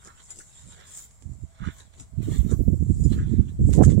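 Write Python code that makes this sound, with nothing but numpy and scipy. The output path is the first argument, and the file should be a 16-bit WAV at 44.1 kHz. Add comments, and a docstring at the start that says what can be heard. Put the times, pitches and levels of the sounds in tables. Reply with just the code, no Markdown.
"""In an open yard, a painter in a crackly paper suit rolls paint onto a boat hull.
The roller hisses as tacky threads of paint snap, and it clinks on its wire frame. The suit swishes as it
rubs on itself, overshoes scrape on grit, and a far machine hums.
Halfway through, gusts start to buffet the microphone, mostly its right port (sound opening)."""
import sys
import numpy as np
from scipy import signal
from scipy.fft import rfft, irfft, next_fast_len
from scipy.io import wavfile
from scipy.ndimage import uniform_filter1d, map_coordinates

SR = 44100
rng = np.random.default_rng(int(sys.argv[2]) if len(sys.argv) > 2 else 0)


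def to_wav(sig):
    """Store sig (one row per channel, or 1-D mono) as 16-bit WAV at the path in sys.argv[1].

    Samples outside -1..1 are clipped; the rate is SR.
    """
    pcm = np.clip(np.atleast_2d(sig), -1, 1) * 32767
    pcm = np.round(pcm).astype(np.int16)
    wavfile.write(sys.argv[1], SR, pcm.T)  # frames by channels


N = 176400  # 4 seconds


# how loud the roller is on the hull (time [s], hiss level [dB], sizzle level [dB])
ROLLER_LEVELS = [(.15, -62.5, -76), (.25, -52.5, -89), (.41, -58, -65), (.48, -56, -84), (.72, -53.5, -88),
                 (.84, -64, -77), (.88, -48.5, -69), (.98, -42.5, -56), (1.045, -48.5, -54),
                 (1.09, -60.5, -76), (1.68, -69.5, -91.5), (1.74, -58.5, -61), (1.85, -66, -85),
                 (2.215, -69, -80), (2.228, -54, -53.5), (2.27, -54.5, -63), (2.32, -49.5, -57.5),
                 (2.39, -53, -54), (2.45, -64, -61), (2.63, -64.5, -59), (2.74, -61, -66.5),
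                 (2.87, -58.5, -73.5), (3.04, -50.5, -64.5), (3.16, -55.5, -62.5), (3.23, -64.5, -79.5),
                 (3.6, -65.5, -74), (3.67, -52.5, -66), (3.77, -60.5, -56), (3.82, -63, -70), (4, -61, -83)]
# tone of the hiss: how strong each pitch is (frequency [Hz], level [dB])
HISS_TONE = [(1000, -25.5), (2800, -26), (4800, -20), (6000, -14.5), (6800, -6), (7400, 1.5), (8300, -8.5),
             (9600, -14), (11500, -29), (16000, -36.5)]
# tone of the wet sizzle (frequency [Hz], level [dB])
SIZZLE_TONE = [(1500, -16), (4000, -10), (7500, 2), (10000, -0.5), (12000, 4.5), (16000, 3)]
# thick threads of paint popping (time [s], level [dB])
PAINT_POPS = [(.9744, -31), (0.9848, -33), (0.9931, -33), (2.3825, -36)]

def roller():
    """Threads of tacky paint snap off the roller: a dense hiss, a brighter sizzle and a few pops."""
    hiss_db, sizzle_db = curves(ROLLER_LEVELS)
    hiss = coloured(crackle(grain_db=3, grains_per_s=1300, alike=.047, flicker_db=4), HISS_TONE)
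    hiss *= amp(hiss_db + wobble(30))
    sizzle = coloured(crackle(grain_db=6, grains_per_s=1800, alike=.12, flicker_db=1.5), SIZZLE_TONE)
    sizzle *= amp(sizzle_db) * panned(8)
    pop_level = sum(amp(db) * struck(s, fade_s=.005) for s, db in PAINT_POPS)
    pops = pop_level * coloured(rng.standard_normal((2, N)), HISS_TONE)
    return hiss + sizzle + pops


# knocks on the roller's frame (time [s], level [dB], left minus right [dB])
FRAME_CLINKS = [(.3052, -36, 4.5), (1.785, -51.5, 9), (1.998, -41.5, 1), (3.039, -38, 20)]
# the notes the frame rings with (frequency [Hz], level [dB])
FRAME_NOTES = [(5100, -13.5), (5950, -18.5), (7095, 0.5), (8400, -7.5), (10250, -10.5)]

def frame():
    """The roller knocks on its wire frame, which rings briefly, with a buzz."""
    out = np.zeros((2, N))
    for s, db, pan in FRAME_CLINKS:
        after = slice(int(s * SR), int(s * SR) + SR // 4)
        t = clock()[after]
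        buzz = wobble(360)[after]  # shakes both pitch and loudness
        ring = 0
        for hz, note_db in FRAME_NOTES:
            strength = amp(note_db + rng.normal(0, 2.2))
            phase = 2 * np.pi * (hz * t + rng.random((2, 1)))
            ring += strength * np.sin(phase + .48 * buzz)
        level = amp(db + 2 * buzz) * struck(s, fade_s=.078)[after]
        out[:, after] += level * ring * panned(pan)
    return out


# swishes of the suit (peak time [s], length [s], level [dB])
SUIT_SWISHES = [(0.07, 0.12, -58.5), (0.202, 0.026, -51.5), (.308, .04, -51.5), (0.587, 0.25, -60),
                (0.727, 0.046, -56), (0.808, 0.066, -54), (0.928, 0.18, -55.5), (1.673, 0.16, -53),
                (1.807, 0.045, -53.5), (1.94, 0.018, -58.5), (2.002, 0.052, -54.5), (2.237, 0.037, -53),
                (2.345, .11, -48), (2.506, 0.032, -52.5), (3.13, 0.026, -43.5), (3.188, 0.086, -56),
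                (3.323, 0.19, -57.5), (3.49, 0.022, -56.5), (3.755, .07, -51), (3.904, 0.039, -47)]
# tone of the papery cloth (frequency [Hz], level [dB])
CLOTH_TONE = [(150, -12.5), (400, 2.5), (900, 3), (1500, 3.5), (2150, 2), (2650, -2.5), (3200, 4.5),
              (3900, 3), (4800, -10), (7400, -2), (9500, -12.5), (16000, -34.5)]
# rasps of large folds (peak time [s], length [s], level [dB], pitch [Hz])
SUIT_FOLDS = [(.08, 0.11, -54, 1350), (0.409, 0.015, -49.5, 1700), (0.813, 0.065, -54.5, 1620),
              (1.644, 0.067, -43.5, 1350), (1.682, .05, -50, 1930), (2.523, 0.032, -45, 1224),
              (3.196, 0.055, -47.5, 1610), (3.838, .007, -30.5, 1580)]

def suit():
    """Papery cloth rubs on itself; each large fold rasps with a hollow pitch of its own."""
    lag_ms, pan_db = .53, -5.5  # the left port hears the suit later and softer
    rub = sum(amp(db) * swell(s, length) for s, length, db in SUIT_SWISHES)
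    cloth = coloured(crackle(grain_db=3, grains_per_s=600, alike=.45, lag_ms=lag_ms), CLOTH_TONE)
    rasp = crackle(grain_db=4.5, grains_per_s=490, alike=.85, lag_ms=lag_ms, flicker_db=2)
    folds = sum(amp(db) * swell(s, length) * pitched(rasp, hz, half_width_hz=354)
                for s, length, db, hz in SUIT_FOLDS)
    return (rub * cloth + folds) * panned(pan_db)


# overshoe scrapes (peak time [s], length [s], level [dB], left minus right [dB])
SHOE_SCRAPES = [(0.06, 0.039, -45, -0.5), (0.391, 0.058, -45, 2.5), (1.793, 0.078, -56, 9),
                (2.009, 0.059, -49.5, 3), (2.513, .06, -46.5, -1.5), (3.751, .045, -37.5, -9),
                (3.836, 0.0089, -29, -9), (3.849, 0.021, -32.5, -4), (3.904, 0.051, -41.5, -3)]
# tone of the grit (frequency [Hz], level [dB])
GRIT_TONE = [(300, 3.5), (1500, -26.5), (2700, -22.5), (4500, -14), (5800, -5.5), (7000, 2.5), (7900, 0),
             (9200, -8), (10300, -14.5), (11500, -20), (16000, -90)]
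# single grains cracking underfoot (time [s], level [dB], left minus right [dB])
GRIT_CRACKS = [(1.1107, -49, -19), (1.2234, -45, -29), (3.706, -38, -12.5), (3.7311, -31, -18),
               (3.736, -27, -8)]

def shoes():
    """Overshoes drag over grit, and now and then one grain cracks."""
    drag = sum(amp(db) * swell(s, length) * panned(pan) for s, length, db, pan in SHOE_SCRAPES)
    cracks = sum(amp(db) * struck(s, fade_s=.012) * panned(pan) for s, db, pan in GRIT_CRACKS)
    grind = coloured(crackle(grain_db=4.5, grains_per_s=700, alike=.21), GRIT_TONE)
    papery = coloured(rng.standard_normal((2, N)), CLOTH_TONE)
    gritty = coloured(rng.standard_normal((2, N)), GRIT_TONE)
    return drag * grind + cracks * unit(papery + 2 * gritty)


# wind at the left port (time [s], level [dB])
LEFT_GUSTS = [(0, -54.5), (1.58, -57), (1.62, -44), (1.72, -49.5), (1.92, -66), (2.01, -39), (2.18, -71),
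              (2.26, -32.5), (2.52, -44), (3, -31.5), (3.11, -40), (3.2, -19.5), (3.29, -37.5),
              (3.55, -38.5), (3.62, -18), (3.74, -33), (3.88, -20), (3.93, -39)]
# wind at the right port (time [s], level [dB])
RIGHT_GUSTS = [(0, -57), (.55, -60), (.65, -43), (.8, -52.5), (.97, -58.5), (1.19, -53), (1.3, -35.5),
               (1.55, -55), (1.7, -48), (2.11, -52.5), (2.22, -27), (3.3, -21.5), (3.57, -32.5),
               (3.68, -16), (3.85, -12), (3.96, -15)]
# single puffs at the right port (time [s], level [dB], pitch [Hz])
RIGHT_PUFFS = [(1.264, -30.5, 100), (1.313, -30, 100), (1.437, -27.5, 82), (1.625, -25, 92),
               (1.68, -21, 118), (2.146, -30.5, 94), (2.193, -16.5, 88), (2.284, -22, 165),
               (2.32, -21, 155), (2.4, -9.5, 84), (2.458, -18.5, 111), (2.532, -12.5, 134),
               (2.609, -12.5, 135), (2.686, -10, 152), (2.738, -12.5, 143), (2.819, -13, 107),
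               (2.907, -10, 84), (3.016, -14.5, 117), (3.066, -9, 97), (3.12, -13, 113), (3.337, -11, 88),
               (3.396, -7, 87.4), (3.614, -12.5, 146), (3.65, -9.5, 134), (3.691, -12.5, 173),
               (3.792, -6.5, 235), (3.818, -5.5, 290), (3.877, -3.5, 177), (3.982, -11, 180)]

def wind():
    """Wind buffets each port on its own; the right one faces it and takes the puffs."""
    puff_s, top_hz = .017, 1600
    (left_db,), (right_db,) = curves(LEFT_GUSTS), curves(RIGHT_GUSTS)
    rumble_hz = lambda db: 129.4 * 2 ** (.009 * db)  # slow air rumbles lower
    power = amp(right_db) ** 2
    weighted_hz = power * rumble_hz(right_db)
    for s, db, hz in RIGHT_PUFFS:
        puff = (amp(db) * np.exp(-((clock() - s) / puff_s) ** 2)) ** 2
        power += puff
        weighted_hz += puff * hz  # a louder puff pulls the pitch closer to its own
    left = amp(left_db) * buffet(.79 * rumble_hz(left_db))
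    right = np.sqrt(power) * buffet(weighted_hz / power)
    return filtered(np.array([left, right]), lambda hz: 1 / np.sqrt(1 + (hz / top_hz) ** 8))


def buffet(centre_hz, swirls_per_s=380, spread_octaves=2.546, lowest_hz=42.7, count=3000):
    """Swirls of air each give one port a quick push and pull, adding up to a steady rumble."""
    chance, size = rng.random((count, 3)), rng.standard_normal(count)
    times = (np.arange(count) + chance[:, 0]) / swirls_per_s
    live = times < N / SR
    times, chance, size = times[live], chance[live], size[live]
    octave = (chance[:, 1] - .5) * spread_octaves
    hz = np.hypot(np.interp(times, clock(), centre_hz) * 2 ** octave, lowest_hz)
    span = np.arange(-SR // 40, SR // 40)
    u = np.pi * hz[:, None] * span / SR  # time, scaled to each swirl's pitch
    turn = 2 * np.pi * chance[:, 2:]  # blends an even push with a lopsided one
    push = (1 - 2 * u * u) * np.cos(turn) + 2 * u * np.sin(turn)
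    push *= np.exp(-u * u) * np.hanning(len(span))
    push *= amp(3.5 * size - 3.5 * octave)[:, None]  # lower swirls tend to push harder
    at = (times * SR).astype(int)[:, None] + span - span[0]
    flow = np.bincount(at.ravel(), push.ravel(), N + len(span))[-span[0]:][:N]
    flow = signal.sosfilt(signal.butter(N=3, Wn=44, btype="high", fs=SR, output="sos"), flow)
    power = uniform_filter1d(uniform_filter1d(flow ** 2, size=1300), size=900)
    return flow / np.sqrt(np.abs(power) + 1e-9)  # even out the loudness


def echo(x, fade_s=.084):
    """Hull and ground throw back a short tail of sound."""
    t = np.arange(SR // 4) / SR
    tail = rng.standard_normal((2, len(t))) * amp(-60 * t / fade_s) * (t > .003)
    return signal.fftconvolve(x, tail / np.linalg.norm(tail[0]), axes=1)[:, :N]


# tone of the open air (frequency [Hz], level [dB])
AIR_TONE = [(25, 4), (110, -5.5), (250, -17), (500, -13), (1000, -13), (1850, -22), (2120, -16),
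            (2500, -27), (5000, -25.5), (7400, -23.5), (16000, -38)]

def yard_air():
    """The faint, steady rush of the open yard."""
    return coloured(rng.standard_normal((2, N)), AIR_TONE) * amp(-64)


# how loud the far machine is (time [s], level [dB])
MACHINE_LEVELS = [(1.2, -82.5), (1.5, -70), (1.9, -73), (2.65, -64), (2.82, -77), (3.05, -64), (3.3, -77.5)]

def machine():
    """A far machine hums on one wavering note."""
    hum_db, = curves(MACHINE_LEVELS)
    return pitched(rng.standard_normal(N), centre_hz=659, half_width_hz=11.7) * amp(hum_db)


def amp(db):
    """Turn decibels into a number to multiply by."""
    return 10 ** (np.asarray(db) / 20)


def unit(x):
    """Scale to an average strength (rms) of 1."""
    return x / np.sqrt(np.mean(x ** 2) + 1e-20)


def clock():
    """The time of each sample, in seconds."""
    return np.arange(N) / SR


def curves(rows):
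    """Join a table's points with lines: one curve for each column after the time."""
    times, *columns = np.transpose(rows)
    return [np.interp(clock(), times, column) for column in columns]


def wobble(rate):
    """A smooth curve through `rate` random values a second."""
    return map_coordinates(rng.standard_normal(4000), [clock() * rate + 2], mode="wrap")


def swell(s, length, rise_share=.47):
    """A level that grows to its peak at time s, then fades."""
    t = clock() - s
    slope_s = length * np.where(t < 0, rise_share, 1 - rise_share)
    return np.exp(-np.abs(t / slope_s) ** 1.05)


def struck(s, fade_s):
    """A level that jumps up at time s, then drops 60 dB in fade_s."""
    t = clock() - s
    return amp(-60 * np.abs(t) / fade_s) * (t >= 0)


def panned(db):
    """Left and right strengths, with the left louder by db."""
    return unit(amp(np.array([[db], [-db]]) / 2))


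def filtered(x, response):
    """Multiply each frequency in x by response(frequency)."""
    size = next_fast_len(N + SR // 4)
    return irfft(rfft(x, size) * response(np.fft.rfftfreq(size, 1 / SR)), size)[..., :N]


def coloured(x, tone):
    """Shape x with a tone table, at strength 1."""
    freqs, db = np.transpose(tone)
    return unit(filtered(x, lambda hz: amp(np.interp(np.log(hz + 1), np.log(freqs), db))))


def pitched(x, centre_hz, half_width_hz):
    """Keep the part of x near one pitch, at strength 1."""
    return unit(filtered(x, lambda hz: 1 / (1 + ((hz - centre_hz) / half_width_hz) ** 2)))


def crackle(grain_db, grains_per_s, alike, lag_ms=0, flicker_db=4.5):
    """Noise in tiny, uneven grains; `alike` is the share that both ports hear."""
    common, *own = rng.standard_normal((3, N))
    # the shared part reaches the left port lag_ms after the right
    common = filtered(common, lambda hz: np.exp(np.outer([-1j, 1j], np.pi * hz * lag_ms / 1000)))
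    noise = np.sqrt(alike) * common + np.sqrt(1 - alike) * np.array(own)
    sizes = np.interp(clock() * grains_per_s, np.arange(N), rng.standard_normal(N))
    return flicker(noise, flicker_db) * amp(grain_db * sizes)


def flicker(x, depth_db):
    """Make random pitches briefly louder or softer."""
    spectrum = signal.stft(x, nperseg=1024)[2]
    patches = uniform_filter1d(rng.standard_normal(spectrum.shape[1:]), size=4, axis=0)
    patches = uniform_filter1d(patches, size=5, axis=1)
    return signal.istft(spectrum * amp(depth_db * unit(patches)), nperseg=1024)[1][:, :N]


def scene():
    """The painter at work in the windy yard."""
    work = roller() + frame() + suit() + shoes()
    return work + amp(-7) * echo(work) + yard_air() + machine() + wind()


def record(dry):
    """The strongest gusts overload the microphone, rounding their peaks; the highest treble is cut."""
    rounded = dry / (1 + np.abs(dry) ** 3) ** (1 / 3)
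    return filtered(rounded, lambda hz: hz < 15830)


dry = scene()
out = record(dry)
to_wav(out)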